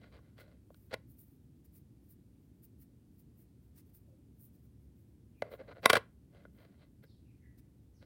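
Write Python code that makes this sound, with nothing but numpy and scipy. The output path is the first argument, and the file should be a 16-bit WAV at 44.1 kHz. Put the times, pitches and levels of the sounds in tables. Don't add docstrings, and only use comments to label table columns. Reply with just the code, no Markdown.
import sys
import numpy as np
from scipy import signal
from scipy.fft import rfft, irfft, next_fast_len
from scipy.io import wavfile
from scipy.ndimage import uniform_filter1d

SR = 44100
rng = np.random.default_rng(int(sys.argv[2]) if len(sys.argv) > 2 else 0)


def wav_out(sig):
    wavfile.write(sys.argv[1], SR, np.round(np.clip(np.atleast_2d(sig).T, -1, 1) * 32767).astype(np.int16))


N = 355313
SIZE = 2 ** 13
FREQ = np.arange(SIZE // 2 + 1) * SR / SIZE

# pitch_hz, width_hz, level_db
TABLE_RESONANCES = [(107, 8.3, -15), (224, 26, -13.5), (444, 37, -4), (570, 120, -1), (684, 41, -4.5),
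                    (1110, 110, -5), (1442, 78, -2), (1615, 70, -5.5), (2050, 98, -2.5), (2360, 59, -12),
                    (2650, 36, -13), (3200, 300, -12.5), (4000, 380, -14), (4680, 300, -17.5),
                    (5560, 130, -20.5), (8330, 200, -20), (10040, 990, -27), (12360, 140, -25)]


def undb(db):
    return 10 ** (np.asarray(db) / 20)


def unit(x):
    return x / np.sqrt(np.mean(x ** 2))


def add(out, x, start):
    first, last = max(start, 0), min(start + len(x), len(out))
    out[first:last] += x[first - start:last - start]


def fade(t, fade_s):
    return np.exp(-np.log(1000) * t / fade_s)


def colour(points):
    hz, db = np.transpose(points)
    return undb(np.interp(np.log(FREQ + 1), np.log(hz), db))


def tilt(db_per_octave):
    return undb(db_per_octave * np.log2(np.maximum(FREQ, 500) / 1000))


def resonances(peaks):
    return sum(undb(db) ** 2 / (1 + ((FREQ ** 2 - hz ** 2) / (width * np.minimum(FREQ + 1, hz))) ** 2)
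               for hz, width, db in peaks)


def shape(x, gain):
    size = next_fast_len(len(x), real=True)
    hz = np.arange(size // 2 + 1) * SR / size
    return irfft(rfft(x, size) * np.interp(hz, FREQ, gain), size)[:N]


def room_tone(level_db=-60, low_cut_hz=48):
    # pitch_hz, level_db
    tone = [(25, -35), (50, -6.5), (100, -2.5), (170, -6.5), (290, -9), (400, -19.5), (600, -31.5),
            (1170, -41.5), (2300, -44), (4000, -46), (7000, -48), (9500, -45), (12200, -47), (15500, -46)]
    # pitch_hz, width_hz, level_db
    booms = [(66.4, 7.4, 7), (115, 6.7, 3.5)]
    low_cut = 1 / np.sqrt(1 + (low_cut_hz / (FREQ + 1)) ** 8)
    gain = colour(tone) * np.sqrt(1 + resonances(booms)) * low_cut
    return undb(level_db) * unit(shape(rng.standard_normal(N), gain))


def far_whistles(note_s=0.082, echo_s=0.55, waver=0.065, waver_s=0.0027):
    # start_s, start_pitch_hz, level_db
    notes = [(4.05, 565, -74), (5.334, 2670, -80.5), (7.047, 5420, -78), (7.235, 2806, -84),
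             (7.395, 2085, -75), (7.93, 6500, -81)]
    out = np.zeros(N)
    t = np.arange(SR // 2) / SR
    progress = np.linspace(0, 1, int(note_s * SR))
    for at, start_hz, db in notes:
        hoarse = unit(uniform_filter1d(rng.standard_normal(len(t)), int(waver_s * SR) + 1))
        fall_octaves = 0.12 * start_hz / 1000
        hz = start_hz * 2 ** (-fall_octaves * progress) * (1 + waver * hoarse[:len(progress)])
        note = np.sqrt(progress * (1 - progress)) * np.sin(2 * np.pi * np.cumsum(hz) / SR)
        echo = signal.fftconvolve(note, rng.standard_normal(len(t)) * fade(t, echo_s))
        add(out, undb(db) * echo * np.sqrt(len(note)) / np.linalg.norm(echo), int(at * SR))
    return out


def wall_echo(x, level_db=-25, treble_db=-4, bass_s=0.23, treble_s=0.18, split_hz=2600):
    t = np.arange(SR // 2) / SR
    filters = [signal.butter(2, split_hz, kind, fs=SR, output="sos") for kind in ("low", "high")]
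    bass, treble = (signal.sosfilt(sos, rng.standard_normal(len(t))) for sos in filters)
    tail = bass * fade(t, bass_s) + undb(treble_db) * treble * fade(t, treble_s)
    tail *= np.clip(t / 0.0028 - 0.5, 0, 1)
    return undb(level_db) * signal.fftconvolve(x, tail / np.linalg.norm(tail))[:N]


def tiny_slips(per_s, spread_db, size=N):
    slips = (rng.random(size) < per_s / SR) * rng.standard_normal(size)
    return unit(slips * undb(spread_db * np.minimum(rng.exponential(size=size), 4)))


def uneven_grip(size, catches_per_s, spread_db=2):
    grip = np.interp(np.arange(size) / SR * catches_per_s, np.arange(SIZE), rng.standard_normal(SIZE))
    return unit(undb(spread_db * grip))


def stroke(age, db, length_s, swell_share=0.44):
    side_s = length_s * np.where(age < 0, swell_share, 1 - swell_share)
    return undb(db) * np.exp(-np.minimum((age / side_s) ** 2, 100))


def grip_creeps(held_s=(1.5, 5.5), per_s=6.4, level_db=-82.5, spread_db=3, length_s=0.076, pressure=0.35):
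    times = np.arange(*held_s, 1 / per_s)
    return [(at + late * length_s, level_db + spread_db * louder, length_s, pressure)
            for at, (late, louder) in zip(times, rng.standard_normal((len(times), 2)))]


def finger_rubs(firm_db=-2):
    # peak_s, level_db, length_s, pressure (0 to 1)
    turns = [(0.405, -69, .05, 1), (0.79, -72, .19, 0.38), (1.11, -66.5, 0.065, .13),
             (1.207, -58.5, 0.06, 0.09), (1.29, -72.5, .13, .25), (1.653, -64.5, 0.021, .5),
             (1.762, -62, 0.064, .24), (2.112, -61, .048, 0.14), (2.642, -57.5, 0.032, 0.16),
             (2.815, -62, 0.046, 0.28), (3.196, -66.5, 0.04, .26), (3.40, -68.5, 0.073, 0.2),
             (3.781, -60.5, .048, 0.71), (3.958, -62, .048, 0.18), (4.43, -58, 0.07, .07),
             (4.55, -73, 0.042, 0.5), (4.645, -74, .04, 0.4), (5.533, -65, .058, 0.2),
             (5.833, -67.5, .026, .39), (6.58, -74.5, .12, .05), (7.04, -71.5, .023, 0.28),
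             (7.589, -69, .028, .95)]
    # pitch_hz, level_db
    light_tone = [(2000, -41), (6500, -24), (8300, -19), (9700, -6.5), (11300, -15), (13500, -1),
                  (16000, -2)]
    # pitch_hz, level_db
    firm_tone = [(400, -17.5), (1100, -4), (2000, -0.5), (3200, -8), (5000, -0.5), (7000, -5.5),
                 (9500, -0.5), (16000, -3)]
    light_power, firm_power = np.zeros((2, N))
    age = np.arange(SR // 2) / SR - 0.25
    for at, db, length_s, pressure in turns + grip_creeps():
        power = stroke(age, db, length_s) ** 2
        start = int((at + age[0]) * SR)
        add(light_power, power, start)
        add(firm_power, power * pressure ** 2, start)
    whisper = unit(shape(tiny_slips(per_s=19000, spread_db=0), colour(light_tone)))
    rasp = unit(shape(tiny_slips(per_s=12000, spread_db=1), colour(firm_tone)))
    skin = np.sqrt(light_power) * whisper + undb(firm_db) * np.sqrt(firm_power) * rasp
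    return uneven_grip(N, catches_per_s=110) * skin


def table_tone(peaks, click_db=0):
    # pitch_hz, level_db
    click = [(40, -36.5), (90, -18.5), (330, -18.5), (800, -14), (1700, -12), (3500, -20.5), (6500, -29),
             (9000, -31.5), (13000, -34.5), (16000, -29.5)]
    return np.sqrt((undb(click_db) * colour(click)) ** 2 + resonances(peaks))


def table_ring(gain, lag_at_1khz_s=0.0013):
    cepstrum = irfft(np.log(gain))
    cepstrum[1:SIZE // 2] *= 2
    cepstrum[SIZE // 2 + 1:] = 0
    bending_phase = 4 * np.pi * lag_at_1khz_s * np.sqrt(1000 * FREQ)
    ring = irfft(np.exp(rfft(cepstrum) - 1j * bending_phase))[:SIZE // 2]
    return ring / np.linalg.norm(ring)


def coin_slides(on_edge_s=(5.4, 5.82), spot_spread_db=2):
    # peak_s, level_db, length_s
    moves = [(0.04, -64, 0.074), (0.148, -60, 0.065), (0.259, -77, 0.17), (0.402, -58, .054),
             (0.48, -69.5, 0.15), (0.92, -52, 0.032), (0.933, -42, 0.02), (5.46, -54, .055),
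             (5.53, -47, .04), (5.602, -44.5, 0.032), (5.639, -63.5, .06), (5.692, -49, .034),
             (5.718, -51, .02), (5.772, -53, .04), (5.846, -40.5, .032), (6.385, -67.5, .14),
             (6.616, -65.5, 0.11), (6.72, -75, 0.09), (6.817, -69.5, 0.072), (7.038, -62.5, .023),
             (8.024, -64.5, .03)]
    # pitch_hz, level_db
    scrape_tone = [(100, -0.5), (550, 3), (1100, -5.5), (2100, -3), (3300, -4.5), (4400, -2), (5500, -8),
                   (10000, -12.5), (16000, -15)]
    out = np.zeros(N)
    age = np.arange(SR // 2) / SR - 0.25
    for at, db, length_s in moves:
        peaks = [(hz, width, peak_db + spot_spread_db * rng.standard_normal())
                 for hz, width, peak_db in TABLE_RESONANCES]
        brightness = tilt(-4 if on_edge_s[0] < at < on_edge_s[1] else -0.23)
        ring = table_ring(table_tone(peaks, click_db=0.5) * colour(scrape_tone) * brightness)
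        force = stroke(age, db, length_s) * uneven_grip(len(age), catches_per_s=150)
        force *= tiny_slips(per_s=3400, spread_db=2, size=len(age))
        add(out, signal.fftconvolve(force, ring), int((at + age[0]) * SR))
    return out


def coin_knocks(bouncing_s=(5.85, 5.935), free_db=-27.5, damped_db=-50, chatter_per_s=6000,
                build_up_share=0.36, spot_width_hz=110, spot_db=5):
    # strike_s, level_db, chatter_s, brightness_db_per_octave, spot_pitch_hz
    blows = [(0.189, -64, .0015, -12, 1100), (0.7036, -57, 0.0018, -10, 517), (0.7445, -67, .002, 3, 1970),
             (0.9364, -40, 0.0039, -2, 597), (0.9407, -37, 0.0043, -1, 1450),
             (5.4219, -31.5, 0.0018, -4.5, 1170), (5.858, -16, .0035, 0, 1970),
             (5.9005, -18, .006, 0, 1390), (5.932, -20.5, .0042, 0.05, 1490),
             (5.940, -29, .005, -1.5, 1380), (5.9549, -23.5, .006, -1, 1594),
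             (5.9685, -25.5, .007, -2, 450), (6.3478, -62.5, 0.0015, -3.5, 1430),
             (6.452, -54, .002, -9.5, 1465)]
    # pitch_hz, level_db, fade_s
    coin_tones = [(10170, 1.5, .1), (11150, -1, 0.092)]
    out = np.zeros(N)
    table = table_tone(TABLE_RESONANCES)
    lead = SIZE // 4
    t = np.arange(SIZE) / SR
    age = t - lead / SR
    for at, db, chatter_s, brightness, spot_hz in blows:
        side_s = chatter_s * np.where(age < 0, build_up_share, 1 - build_up_share)
        taps = rng.standard_normal(SIZE) * (rng.random(SIZE) < chatter_per_s / SR)
        force = np.exp(-np.abs(age) / side_s) * taps
        force[lead] += 1
        spot = np.sqrt(1.5 + resonances([(spot_hz, spot_width_hz, spot_db)]))
        knock = signal.fftconvolve(-force, table_ring(table * spot * tilt(brightness)))
        knock /= np.sqrt(np.sum(knock ** 2) / (SR / 100))
        ring_db = free_db if bouncing_s[0] < at < bouncing_s[1] else damped_db
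        for hz, tone_db, fade_s in coin_tones:
            ring = np.sin(2 * np.pi * hz * t) * fade(t, fade_s)
            knock[lead:lead + SIZE] += undb(ring_db + tone_db) * ring
        add(out, undb(db) * knock, int(at * SR) - lead)
    return out


def scene():
    near = coin_knocks() + coin_slides() + finger_rubs()
    return (near + wall_echo(near) + far_whistles() + room_tone())[None]


def record(dry):
    return signal.sosfilt(signal.ellip(10, 0.2, 70, 15900, fs=SR, output="sos"), dry)


dry = scene()
out = record(dry)
wav_out(out)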